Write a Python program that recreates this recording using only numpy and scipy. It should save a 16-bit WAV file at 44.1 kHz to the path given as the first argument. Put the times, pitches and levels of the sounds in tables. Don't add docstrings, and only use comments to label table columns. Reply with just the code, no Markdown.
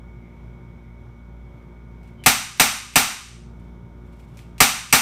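import sys
import numpy as np
from scipy import signal
from scipy.fft import rfft, irfft, next_fast_len
from scipy.io import wavfile
from scipy.ndimage import uniform_filter1d, minimum_filter1d, map_coordinates

SR = 44100
rng = np.random.default_rng(int(sys.argv[2]) if len(sys.argv) > 2 else 0)


def wav_record(signal):
    frames = np.transpose(np.atleast_2d(signal))
    bounded = np.clip(frames, -1, 1)
    quanta = np.round(bounded * 32767).astype(np.int16)
    wavfile.write(sys.argv[1], SR, quanta)


N = 221293

# multiple of its shaft speed, relative level in dB.
COMPRESSOR_HARMONICS = [(1, 2.5), (2, -6.5), (3, -5.5), (4, -7), (5, -21), (6, -22.5), (7, -20.5),
                        (8, -26.5)]
# frequency in Hz, mean level in dB rms.
MOTOR_TONES = [(120, -54), (360, -59), (577, -67), (924, -66), (1213, -72), (1444, -72)]
# frequency in Hz, relative density in dB per Hz.
AIR_SPECTRUM = [(20, -22), (50, -20), (75, -5.5), (125, 0), (240, -13.5), (370, -16.5), (500, -21),
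                (780, -23.5), (1000, -24.5), (1500, -29), (1800, -35.5), (2650, -44), (3400, -38),
                (4500, -50), (5700, -46), (8000, -54), (15300, -56.5)]
# centre in seconds, length in seconds, level in dB.
GRIP_RUBS = [(2.08, .025, -70), (3.63, 0.055, -72), (4.2, 0.19, -69.5), (4.389, .035, -59.5)]
# start in seconds, level in dB.
GRIP_CLICKS = [(2.032, -53), (2.076, -57), (3.598, -61), (4.372, -42), (4.391, -42.5)]
# frequency in Hz, relative density in dB per Hz.
CLICK_SPECTRUM = [(300, -29), (1300, -14), (2400, 6.5), (4500, -4), (8500, -5.5), (15000, -13)]
# frequency in Hz, time to fall 60 dB in seconds.
ECHO_DECAY = [(150, 0.77), (450, 0.21), (1000, 0.57), (2500, 0.59), (6000, 0.63), (9000, 0.56),
              (15000, 0.34)]
# frequency in Hz, relative level in dB, time to fall 60 dB in seconds.
PORCH_STANDING_WAVES = [(101.4, -12.5, 0.22), (127, -19, 0.14), (186.6, -8, 0.19), (231.6, -12, 0.32),
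                        (262.7, -8.5, 0.27), (455, -11.5, 0.16), (677, -14.5, .2), (761, -9.5, 0.35),
                        (809.5, -9, 0.24), (887.6, -9.5, 0.33), (1092, -17.5, .35), (1207, -9.5, 0.3),
                        (1372, -17, .38), (1790, -15.5, 0.34), (2054, -14.5, .38)]
# frequency in Hz, relative density in dB per Hz.
GAS_SPECTRUM = [(60, -15), (200, -10.5), (330, -15.5), (540, -11.5), (760, -3), (1000, -7.5), (1300, -5.5),
                (1700, -6), (2500, -7.5), (4500, -10), (6200, -9.5), (8700, -10.5), (10400, -15.5),
                (11500, -12.5), (15300, -15.5)]
# frequency in Hz, width in Hz, gain in dB.
BARREL_RESONANCES = [(1237, 170, -1.5), (2274, 430, 0), (2630, 160, -8), (3700, 200, -8.5),
                     (5897, 280, -5.5), (8420, 430, -7.5)]
# start in seconds, then relative levels in dB of the gas, the valve ping
# and the low push, then the level in dB of the trigger.
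SHOT_TABLE = [(2.261, 0, -4, 0.5, -32), (2.5974, 0, 2, -1.5, -32), (2.9571, -0.5, 5, -0.5, -34),
              (4.6037, 1, -1, 0.5, -37.5), (4.9262, 1.5, 5.5, 1, -31)]
# frequency in Hz, width in Hz, gain in dB.
MICROPHONE_DIPS = [(10450, 230, -7), (6590, 200, -3)]

COMPRESSOR_DB, FAN_DB = -42, -46.5
LOAD_DB, LOAD_PER_S = 0.75, 3
WHINE_DB, WHINE_FADE_DB_PER_S = 1.3, 1.5
TRIGGER_LEAD_S = .0225
LINKAGE_S, LINKAGE_DB = .0038, -2
TOP_HZ = 15500


def amp(db):
    return 10 ** (np.asarray(db) / 20)


def unit(x):
    return x / np.sqrt(np.mean(x ** 2) + 1e-20)


def along(points, hz):
    f, v = np.transpose(points)
    return np.interp(np.log(hz + 1), np.log(f), v)


def wobble(rate):
    knots = rng.standard_normal(int(N * rate / SR) + 4)
    return map_coordinates(knots, [np.arange(N) * rate / SR])


def filtered(x, response):
    m = next_fast_len(len(x) + SR // 2)
    return irfft(rfft(x, m) * response(np.fft.rfftfreq(m, 1 / SR)), m)[:len(x)]


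def coloured(x, spectrum, size=4096):
    magnitude = amp(along(spectrum, np.fft.rfftfreq(size, 1 / SR)))
    cepstrum = irfft(np.log(magnitude + 1e-6))
    response = irfft(np.exp(rfft(2 * cepstrum[:size // 2], size)))
    return signal.fftconvolve(x, response / np.linalg.norm(response))[:len(x)]


def resonant(x, modes):
    def response(f):
        return sum(amp(db) * 1j * f * w / (c * c - f * f + 1j * f * w) for c, w, db in modes)
    return filtered(x, response)


def add(track, s, sound):
    part = track[round(s * SR):][:len(sound)]
    part += sound[:len(part)]


def burst(t60):
    return rng.standard_normal(SR) * amp(-60 * np.arange(SR) / SR / t60)


def compressor(shaft_hz=58.2, waver_db=2):
    t = np.arange(N) / SR
    shaft = 2 * np.pi * shaft_hz * t + 0.065 * wobble(15)
    harmonics = [amp(db + waver_db * wobble(8.3)) * np.cos(k * shaft) for k, db in COMPRESSOR_HARMONICS]
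    strokes = -unit(sum(harmonics))
    return amp(COMPRESSOR_DB + LOAD_DB * wobble(LOAD_PER_S)) * strokes


def motor(waver_db=2, drift=.7):
    t = np.arange(N) / SR
    tones = np.zeros(N)
    for hz, db in MOTOR_TONES:
        level = np.sqrt(2) * amp(db + waver_db * wobble(7.7))
        tones += level * np.sin(2 * np.pi * hz * t + drift * wobble(5.2))
    return tones


def whine(whine_hz=2228):
    t = np.arange(N) / SR
    tone = amp(-62.5 + 2.6 * wobble(22)) * np.sin(2 * np.pi * whine_hz * t + 0.53 * wobble(12))
    narrow = resonant(rng.standard_normal(N), [(2214, 170, 0)])
    narrow = resonant(narrow, [(2080, 470, 0)])
    whistle = amp(-67.0 + 1.6 * wobble(4.2)) * unit(narrow)
    return amp(WHINE_DB - WHINE_FADE_DB_PER_S * t) * (tone + whistle)


def fan():
    rush = coloured(rng.standard_normal(N), AIR_SPECTRUM)
    return amp(FAN_DB + 0.82 * wobble(7.6)) * rush


def air_conditioner():
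    return compressor() + motor() + whine() + fan()


def handling():
    t = np.arange(N) / SR
    swell = sum(amp(db) * np.exp(-((t - s) / length) ** 2) for s, length, db in GRIP_RUBS)
    return swell * amp(3.4 * wobble(60)) * coloured(rng.standard_normal(N), CLICK_SPECTRUM)


def echoes(early_db=2, late_db=1, early_t60=.18, gap=0.0022, reach=.56):
    t = np.arange(SR) / SR
    hz, frames, z = signal.stft(rng.standard_normal(SR), SR, nperseg=256)
    decay = amp(-60 * frames / along(ECHO_DECAY, hz)[:, None])
    late = signal.istft(z * decay, SR, nperseg=256)[1][:SR]
    late *= np.exp(-(t / reach) ** 6)
    early = burst(early_t60) * np.abs(rng.standard_normal(SR)) ** .5
    onset = 1 - np.exp(-t / gap)
    return (amp(early_db) * unit(early) + amp(late_db) * unit(late)) * onset / np.sqrt(SR)


def porch(walls, alike=0.87):
    return np.sqrt(alike) * walls + np.sqrt(1 - alike) * echoes()


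def standing_waves():
    t = np.arange(SR) / SR
    rings = np.zeros(SR)
    for k, (hz, db, t60) in enumerate(PORCH_STANDING_WAVES):
        rings += (-1) ** k * amp(db - 60 * t / t60) * np.sin(2 * np.pi * hz * t)
    return rings * (1 - np.exp(-t / 0.0015))


def push(hz=135, length=0.013, delay=.0135):
    t = np.arange(SR) / SR
    swing = -np.sin(2 * np.pi * hz * (t - delay)) * np.exp(-((t - delay) / length) ** 2)
    return swing * (1 - np.exp(-t / 0.0044))


def trigger(walls, creak_hz=3080, creak_db=-62):
    out = np.zeros(N)
    breaks = [(s - TRIGGER_LEAD_S, db) for s, *_, db in SHOT_TABLE]
    linkage = [(s + LINKAGE_S, db + LINKAGE_DB) for s, db in breaks]
    for s, db in breaks + linkage + GRIP_CLICKS:
        click = burst(t60=.01) + amp(13) * porch(walls)
        add(out, s, amp(db) * coloured(click, CLICK_SPECTRUM))
    creak = unit(resonant(rng.standard_normal(N), [(creak_hz, 60, 0)]))
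    pull = np.exp(-((np.arange(N) / SR - 2.21) / .03) ** 4)
    return out + amp(creak_db) * creak * pull


def valve_ping(hz=8400, t60=0.0076, slide_s=0.0086, slide_db=-5):
    t = np.arange(SR) / SR
    ring = np.sin(2 * np.pi * hz * t) * amp(-60 * t / t60)
    both = ring.copy()
    add(both, slide_s, amp(slide_db) * ring)
    return both


def pistol(walls):
    out, t = np.zeros(N), np.arange(SR) / SR
    low = amp(-8.0) * standing_waves() + amp(-13.5) * push()
    opening = 1 - np.exp(-t / 0.0005)
    for s, gas_db, ping_db, push_db, _ in SHOT_TABLE:
        answer = porch(walls)
        jet = coloured(burst(t60=0.03) + amp(24) * answer, GAS_SPECTRUM)
        barrel = resonant(amp(15) * burst(t60=0.043) + amp(26.5) * answer, BARREL_RESONANCES)
        gas = amp(gas_db) * (jet + barrel)
        ping = amp(ping_db + 4.0) * valve_ping()
        add(out, s, opening * (gas + ping) + amp(push_db) * low)
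    return out


def scene():
    walls = echoes()
    return (air_conditioner() + handling() + trigger(walls) + pistol(walls))[None]


def gain_control(x, threshold_db=-20, most_db=8, release_db=27, attack=0.02):
    t, hold = np.arange(N) / SR, 7001
    level_db = 10 * np.log10(np.abs(uniform_filter1d(x ** 2, size=64)) + 1e-12)
    gain_db = np.clip(threshold_db - level_db, -most_db, 0)
    gain_db = minimum_filter1d(gain_db, hold, origin=hold // 2)
    gain_db = np.minimum.accumulate(gain_db - release_db * t) + release_db * t
    pole = np.exp(-1 / (attack * SR))
    return x * amp(signal.lfilter([1 - pole], [1, -pole], gain_db))


def record(dry, ceiling=0.58, hardness=6):
    def microphone(f):
        return amp(sum(db * np.exp(-((f - hz) / width) ** 2) for hz, width, db in MICROPHONE_DIPS))
    x = gain_control(filtered(dry[0], microphone))
    x = x / (1 + np.abs(x / ceiling) ** hardness) ** (1 / hardness)
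    return filtered(x, lambda hz: 1 / (1 + (hz / TOP_HZ) ** 120))[None]


dry = scene()
out = record(dry)
wav_record(out)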